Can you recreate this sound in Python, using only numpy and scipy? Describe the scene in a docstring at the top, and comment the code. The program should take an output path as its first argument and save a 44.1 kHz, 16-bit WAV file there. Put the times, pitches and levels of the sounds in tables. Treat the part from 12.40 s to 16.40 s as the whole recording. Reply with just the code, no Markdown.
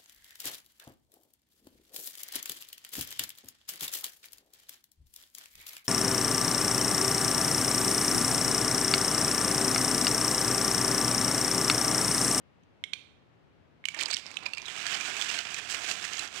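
"""Sharp snaps of a foil blister pack, close to a phone, then separate crackles as it is moved aside.
Each blister flips, cracks and rings the foil sheet; fingers bump and skid over the pack.
Then a paper sack of sugar rustles densely, with sliding grains and sharp creases, in a small hard room.
Nearly all of it reaches the right microphone; the left one carries only a dull hiss."""
import sys
import numpy as np
from scipy import signal
from scipy.fft import rfft, irfft, next_fast_len
from scipy.io import wavfile

SR = 44100
rng = np.random.default_rng(int(sys.argv[2]) if len(sys.argv) > 2 else 0)


def materialize(psi):
    """Save the field psi as 16-bit PCM at rate SR to the path in sys.argv[1].

    A 1-D psi becomes a single channel; in a 2-D psi each row is a channel.
    """
    bounded = np.clip(np.atleast_2d(psi).T, -1, 1)
    quanta = np.round(bounded * 32767).astype(np.int16)
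    wavfile.write(sys.argv[1], SR, quanta)


N = 176400

# blister flips (time [s], level [dB], pitch [Hz], t60 [s], second mode [Hz], then relative levels:
# second mode [dB], sheet [dB], crack [dB], air push [dB])
BLISTER_SNAPS = [(0.234, -55, 6250, 0.0091, 7450, -4, -8, 2, -30),
                 (0.4387, -20.5, 2167, 0.027, 5410, -19, 2, -6, -36),
                 (0.531, -33, 2110, 0.02, 1650, -1, -16, -6, -23),
                 (0.534, -20, 2380, 0.025, 4280, -3, 5.5, 0.5, -14.5),
                 (1.44, -37, 1880, 0.022, 2150, 9, -6, -29, -5),
                 (1.4538, -11.5, 2955, 0.014, 2220, -1, -16, -2.5, -22.5),
                 (1.4853, -15, 2300, 0.022, 7060, -8, -8, 0.5, -36),
                 (1.545, -29, 1830, 0.034, 2200, 3, -16, 6.5, -23),
                 (1.6103, -15, 2390, 0.024, 2620, -7, -24, 5.5, -15),
                 (1.969, -16.5, 2625, 0.022, 3024, -1.5, -2.5, -5.5, -30),
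                 (2.0617, -14, 2450, 0.022, 4050, -11.5, -23, -20, -30),
                 (2.1341, -17, 2714, 0.029, 4410, -11, -24, -3.5, -43),
                 (2.173, -24, 2340, 0.031, 2760, -3, -10, -18, -17),
                 (2.181, -21.5, 2417, 0.031, 4420, -12, -10, -6, -30)]
# foil sheet modes (frequency [Hz], level [dB], t60 [s])
SHEET_MODES = [(3200, -4.5, 0.017), (3350, 2, 0.011), (3583, -7.5, 0.023), (5280, -30.5, 0.033),
               (5940, -19, 0.026), (7140, -20.5, 0.014), (8670, -23, 0.018)]
# crack spectrum (frequency [Hz], level [dB])
CRACK_SPECTRUM = [(100, -37), (500, -37), (1100, -32), (1800, -10), (2600, 2), (3600, -2.5), (5200, -11),
                  (7000, -6), (9000, -11.5), (11000, -26.5), (16000, -27)]


def blister_snaps():
    """A blister flips: it cracks, pushes the air, rings in two modes and shakes the foil sheet."""
    out, t = np.zeros(N), np.arange(SR // 20) / SR
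    rise_s = 0.00092
    rise = np.sin(np.pi / 2 * np.minimum(t / rise_s, 1)) ** 2
    sheet = sum(undb(db) * ring(t, hz, t60_s) for hz, db, t60_s in SHEET_MODES)
    for time_s, db, hz, t60_s, mode2_hz, mode2_db, sheet_db, crack_db, push_db in BLISTER_SNAPS:
        blister = ring(t, hz, t60_s) + undb(mode2_db) * ring(t, mode2_hz, 0.8 * t60_s)
        crack = undb(crack_db - 7.5) * burst(t, CRACK_SPECTRUM, decay_s=0.0029)
        push = undb(push_db) * ring(t, hz=1120, t60_s=0.0087)
        snap = rise * (blister + undb(sheet_db) * sheet + crack) + push
        add(out, time_s, undb(db - 5.5) * snap)
    return out


# foil buckles (time [s], level [dB], pitch [Hz])
FOIL_CRACKLES = [(1.553, -38, 2300), (1.5762, -34, 2580), (1.5893, -26, 4500), (1.5945, -20.5, 1870),
                 (1.596, -34, 4020), (1.6078, -23, 4430), (1.6148, -27, 3840), (1.6262, -31, 7350),
                 (1.627, -29.5, 10500), (1.6336, -20.5, 4000), (1.6339, -27.5, 9200), (1.655, -29, 4500),
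                 (1.6578, -18, 4940), (1.6652, -30, 3900), (1.6821, -26, 2270), (1.6855, -25, 1900),
                 (1.6925, -41, 8000), (1.7001, -27, 1370), (1.7043, -21, 4400), (1.7108, -25.5, 8400),
                 (1.7125, -19.5, 4560), (1.717, -28, 3650), (1.7275, -21, 4100), (1.7323, -18, 5140),
                 (1.7394, -17, 4800), (1.7436, -17, 5600), (1.7605, -28, 4960), (1.7674, -17.5, 3250),
                 (1.786, -32, 3370), (1.8645, -30, 5400), (1.914, -31, 2460), (2.0345, -37.5, 4270),
                 (2.0575, -28.5, 4970), (2.0635, -25, 4930), (2.1482, -32.5, 4530), (2.172, -34, 5200),
                 (2.1812, -29.5, 4760), (2.218, -33.5, 6170)]
# foil fracture spectrum (frequency [Hz], level [dB])
FOIL_SPECTRUM = [(100, -38), (600, -28), (1400, -10.5), (2400, -6.5), (4500, 1), (6200, 5.5), (8000, 1.5),
                 (10000, -18.5), (12000, -22), (16000, -29)]


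def foil_crackles():
    """Foil folds buckle in bright ticks that barely ring."""
    return folds(FOIL_CRACKLES, FOIL_SPECTRUM, rise_s=0.00055, decay_s=0.0021, burst_db=-8,
                 ring_t60_s=0.0042, ring_db=-6)


# paper buckles (time [s], level [dB], pitch [Hz])
PAPER_CREASES = [(2.2555, -30.5, 3980), (2.262, -28, 3660), (2.2822, -27, 3400), (2.4655, -21, 1660),
                 (2.4662, -22, 4600), (2.5163, -25, 3270), (2.5402, -25, 4950), (2.544, -22, 3100),
                 (2.5495, -22, 2290), (2.6092, -21.5, 2420), (2.7412, -24, 2500), (2.7668, -22, 2610),
                 (2.8122, -19, 3500), (2.8128, -30, 6540), (2.823, -21, 3320), (2.892, -22, 2680),
                 (2.899, -19.5, 2780), (2.8995, -29.5, 5190), (2.9855, -25.5, 4380), (2.989, -18.5, 2900),
                 (3.109, -27.5, 2900), (3.143, -24, 2580), (3.1435, -28, 7440), (3.185, -21.5, 1800),
                 (3.2981, -24, 3080), (3.3445, -17.5, 2750), (3.4946, -41, 2600), (3.5131, -17.5, 2680),
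                 (3.625, -32, 5600), (3.6498, -21, 1800), (3.7328, -25.5, 3100), (3.7332, -27.5, 6440),
                 (3.7515, -35, 6400), (3.7695, -28, 6650), (3.7798, -27, 3280), (3.7924, -23, 2700),
                 (3.7928, -20.5, 4000), (3.7932, -24.5, 7430), (3.8745, -37, 6340)]
# spectrum of creases and finger bumps (frequency [Hz], level [dB])
CREASE_SPECTRUM = [(100, -29), (600, -20.5), (1400, -18.5), (2600, -3), (4200, 7), (8000, -1.5),
                   (10000, -15.5), (16000, -27)]


def paper_creases():
    """The sack creases sharply and its paper facets ring briefly."""
    return folds(PAPER_CREASES, CREASE_SPECTRUM, rise_s=0.00035, decay_s=0.0027, burst_db=-8.5,
                 ring_t60_s=0.013, ring_db=-6.5)


# finger contacts (time [s], level [dB], pitch [Hz])
FINGER_BUMPS = [(1.567, -39, 646), (1.574, -36, 875), (1.627, -30, 820), (1.637, -44, 577),
                (1.660, -37, 895), (1.683, -32, 970), (1.7, -34, 1070), (1.708, -35, 700),
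                (1.742, -40, 217), (1.785, -38, 645), (2.064, -32.5, 1030)]


def finger_bumps():
    """Fingers bump and skid over the pack: low knocks with a softer attack."""
    return folds(FINGER_BUMPS, CREASE_SPECTRUM, rise_s=0.0016, decay_s=0.0046, burst_db=-6.5,
                 ring_t60_s=0.016, ring_db=-7)


# sack rustle envelope (time [s], bass [dB], mids [dB], treble [dB])
SACK_ENVELOPE = [(2.24, -61, -53, -63), (2.3, -51.5, -41, -49), (2.34, -52, -45.5, -49.5),
                 (2.4, -49, -37, -44.5), (2.44, -50.5, -41.5, -47.5), (2.49, -50, -36, -42),
                 (2.55, -41.5, -34, -40.5), (2.58, -50, -40, -46.5), (2.64, -50, -40, -44.5),
                 (2.68, -44.5, -36.5, -40.5), (2.72, -49.5, -40, -47), (2.79, -46, -38.5, -43.5),
                 (2.83, -46, -36.5, -37.5), (2.87, -51, -39.5, -46), (2.92, -48, -38, -41),
                 (3.0, -48.5, -36, -45), (3.04, -55.5, -45, -50), (3.09, -50.5, -43, -52),
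                 (3.14, -54.5, -44, -46), (3.19, -51, -36.5, -44.5), (3.22, -53.5, -46, -51.5),
                 (3.28, -52.5, -44.5, -50), (3.31, -51, -38.5, -35.5), (3.35, -47.5, -36.5, -43),
                 (3.4, -46.5, -44.5, -46), (3.46, -49.5, -38, -42), (3.51, -46.5, -37.5, -37),
                 (3.56, -51.5, -42.5, -48), (3.65, -50.5, -40, -44), (3.71, -50.5, -41.5, -47.5),
                 (3.77, -52.5, -41, -45.5), (3.85, -48.5, -41.5, -45.5), (3.9, -61.5, -52.5, -58),
                 (3.96, -48, -42, -45), (3.995, -54, -44, -45)]
# sack rustle spectrum (frequency [Hz], level [dB])
SACK_SPECTRUM = [(50, -30.5), (140, -16), (300, -13.5), (450, -13), (560, -19), (700, -6.5), (870, -13),
                 (1150, -9), (1650, -2), (1950, -4.5), (2450, -0.5), (3100, -2.5), (4000, -6), (6000, -4.5),
                 (7800, -6), (9500, -18), (12000, -27), (16000, -31.5)]


def sack_rustle():
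    """Paper crinkles and sugar slides in dense, fairly even slips."""
    slips = grains(rate_per_s=1200, spread_db=3.5, decay_s=0.0029)
    return rustle(slips, SACK_ENVELOPE, SACK_SPECTRUM, slide_db=-4.5, gain_db=-1.47)


# pack rustle envelope (time [s], bass [dB], mids [dB], treble [dB])
PACK_ENVELOPE = [(1.44, -82, -75, -83), (1.52, -66, -55, -54), (1.555, -52, -45, -82),
                 (1.58, -46.5, -41.5, -49), (1.605, -49, -31.5, -33), (1.645, -48.5, -47.5, -57),
                 (1.7, -48, -42.5, -55), (1.74, -65, -37, -54), (1.79, -57, -48, -42),
                 (1.83, -59.5, -53.5, -58), (1.87, -52.5, -47, -50), (1.96, -54, -57, -53),
                 (2.04, -52.5, -56, -60), (2.065, -49, -38.5, -52), (2.09, -54, -63, -56.5),
                 (2.18, -56.5, -53, -56), (2.24, -53, -53, -53), (2.3, -92, -72, -84)]
# pack rustle spectrum (frequency [Hz], level [dB])
PACK_SPECTRUM = [(71, -35), (120, -22.5), (334, -12.5), (410, -15), (454, -18), (503, -14.5), (856, -12.5),
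                 (1290, -8.5), (2340, 9), (2530, 6), (4590, -5), (6500, -15), (7820, -16.5), (11500, -34.5),
                 (16000, -42)]


def pack_rustle():
    """The moving pack crinkles in very uneven slips."""
    slips = grains(rate_per_s=910, spread_db=10, decay_s=0.0032)
    return rustle(slips, PACK_ENVELOPE, PACK_SPECTRUM, slide_db=-2.5, gain_db=-3.5)


def folds(events, spectrum, rise_s, decay_s, burst_db, ring_t60_s, ring_db):
    """A fold buckles or is bumped: a burst of fractures rings the damped facet beside it."""
    out, t = np.zeros(N), np.arange(SR // 25) / SR
    rise = np.minimum(t / rise_s, 1)
    for time_s, db, hz in events:
        crack = burst(t, spectrum, decay_s)
        ringing = signal.fftconvolve(crack, ring(t, hz, ring_t60_s))[:len(t)]
        facet = unit(ringing) * np.std(crack)
        add(out, time_s, undb(db) * rise * (undb(burst_db) * crack + undb(ring_db) * facet))
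    return out


def burst(t, spectrum, decay_s):
    """Tiny fractures: decaying coloured noise with the energy of its envelope."""
    envelope = np.exp(-t / decay_s)
    fractures = colour(rng.standard_normal(len(t)) * envelope, spectrum)
    return unit(fractures) * np.sqrt(np.mean(envelope ** 2))


def ring(t, hz, t60_s):
    """One struck mode."""
    return np.sin(2 * np.pi * hz * t) * fade(t, t60_s)


def grains(rate_per_s, spread_db, decay_s):
    """Many tiny slips, mostly weak, a few strong, each a puff of noise."""
    onsets = rng.random(N) < rate_per_s / SR
    hits = onsets * undb(spread_db * np.minimum(rng.exponential(size=N), 3))
    power = signal.lfilter([1], [1, -np.exp(-2 / (decay_s * SR))], hits ** 2)
    return unit(np.sqrt(power + 1e-18) * rng.standard_normal(N))


def rustle(slips, envelope, spectrum, slide_db, gain_db):
    """Grainy slips over smooth sliding; three bands follow their own levels."""
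    t = np.arange(N) / SR
    times_s, *levels_db = np.array(envelope).T
    slide = undb(slide_db) * rng.standard_normal(N)
    bands = split(colour(slips + slide, spectrum), low_hz=1300, high_hz=4000)
    gains = [undb(gain_db + np.interp(t, times_s, db, left=-120)) for db in levels_db]
    return sum(unit(band) * gain for band, gain in zip(bands, gains))


def room(x, wet_db, t60_s=0.55, treble_t60_s=0.47, delay_s=0.0075):
    """Close hard walls add a diffuse tail whose treble dies sooner."""
    t = np.arange(N) / SR
    bass, mids, treble = split(rng.standard_normal(N), low_hz=1000, high_hz=7200)
    tail = ((bass + mids) * fade(t, t60_s) + treble * fade(t, treble_t60_s)) * (t > delay_s)
    tail /= np.sqrt(np.sum(tail ** 2))
    return x + undb(wet_db) * signal.fftconvolve(x, tail)[:N]


# hiss spectrum at each microphone (frequency [Hz], level [dB])
LEFT_HISS = [(25, -45), (50, -14), (80, -1), (150, -0.5), (300, -6.5), (600, -11.5), (1200, -16.5),
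             (2800, -22.5), (5000, -35.5), (9000, -48.5), (16000, -55)]
RIGHT_HISS = [(25, -27), (55, -4), (110, 4), (170, -2), (400, -5.5), (800, -10.5), (1800, -16.5),
              (3000, -20.5), (5000, -29), (7500, -37), (10000, -43), (16000, -53)]


def hiss():
    """Steady dull noise, independent left and right."""
    return [undb(db) * unit(colour(rng.standard_normal(N), spectrum))
            for spectrum, db in ((LEFT_HISS, -60), (RIGHT_HISS, -63.5))]


def colour(x, spectrum):
    """Causal filter through (Hz, dB) points; keeps the power of white noise."""
    hz, db = np.array(spectrum).T
    size = 2 * next_fast_len(len(x))
    bins_hz = np.fft.rfftfreq(size, 1 / SR)
    gain = unit(undb(np.interp(np.log(bins_hz + 1), np.log(hz), db)))
    cepstrum = irfft(np.log(gain))
    cepstrum[1:size // 2] *= 2  # fold to minimum phase
    cepstrum[size // 2 + 1:] = 0
    return irfft(rfft(x, size) * np.exp(rfft(cepstrum)))[:len(x)]


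def split(x, low_hz, high_hz):
    """Bass, mids and treble that sum to x."""
    bins_hz, spectrum = np.fft.rfftfreq(N, 1 / SR), rfft(x)
    low, high = (1 / (1 + (bins_hz / hz) ** 8) for hz in (low_hz, high_hz))
    return [irfft(spectrum * gain, N) for gain in (low, high - low, 1 - high)]


def fade(t, t60_s):
    """Exponential decay, 60 dB down at t60_s."""
    return np.exp(-np.log(1000) * t / t60_s)


def undb(db):
    """Decibels to gain."""
    return 10 ** (np.asarray(db) / 20)


def unit(x):
    """Scale to rms 1."""
    return x / np.sqrt(np.mean(x ** 2))


def add(out, time_s, x):
    """Mix x in at time_s."""
    start = int(time_s * SR)
    out[start:start + len(x)] += x[:max(len(out) - start, 0)]


def scene(left_mic_db=-57, right_mic_db=6):
    """The pack, then the sack, in the room at two very unequal microphones."""
    clicks = foil_crackles() + finger_bumps() + paper_creases()
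    pack, sack = pack_rustle(), sack_rustle()
    handling = room(blister_snaps(), wet_db=-12.5) + room(clicks, wet_db=-16.5)
    handling += room(pack, wet_db=-10) + room(sack, wet_db=-12)
    left_hiss, right_hiss = hiss()
    return np.array([undb(left_mic_db) * handling + left_hiss,
                     undb(right_mic_db) * handling + right_hiss])


def record(dry):
    """The phone cuts the top with a steep low-pass."""
    cutoff_hz = 15900
    return signal.sosfilt(signal.ellip(10, .2, 80, cutoff_hz, fs=SR, output="sos"), dry)


dry = scene()
out = record(dry)
materialize(out)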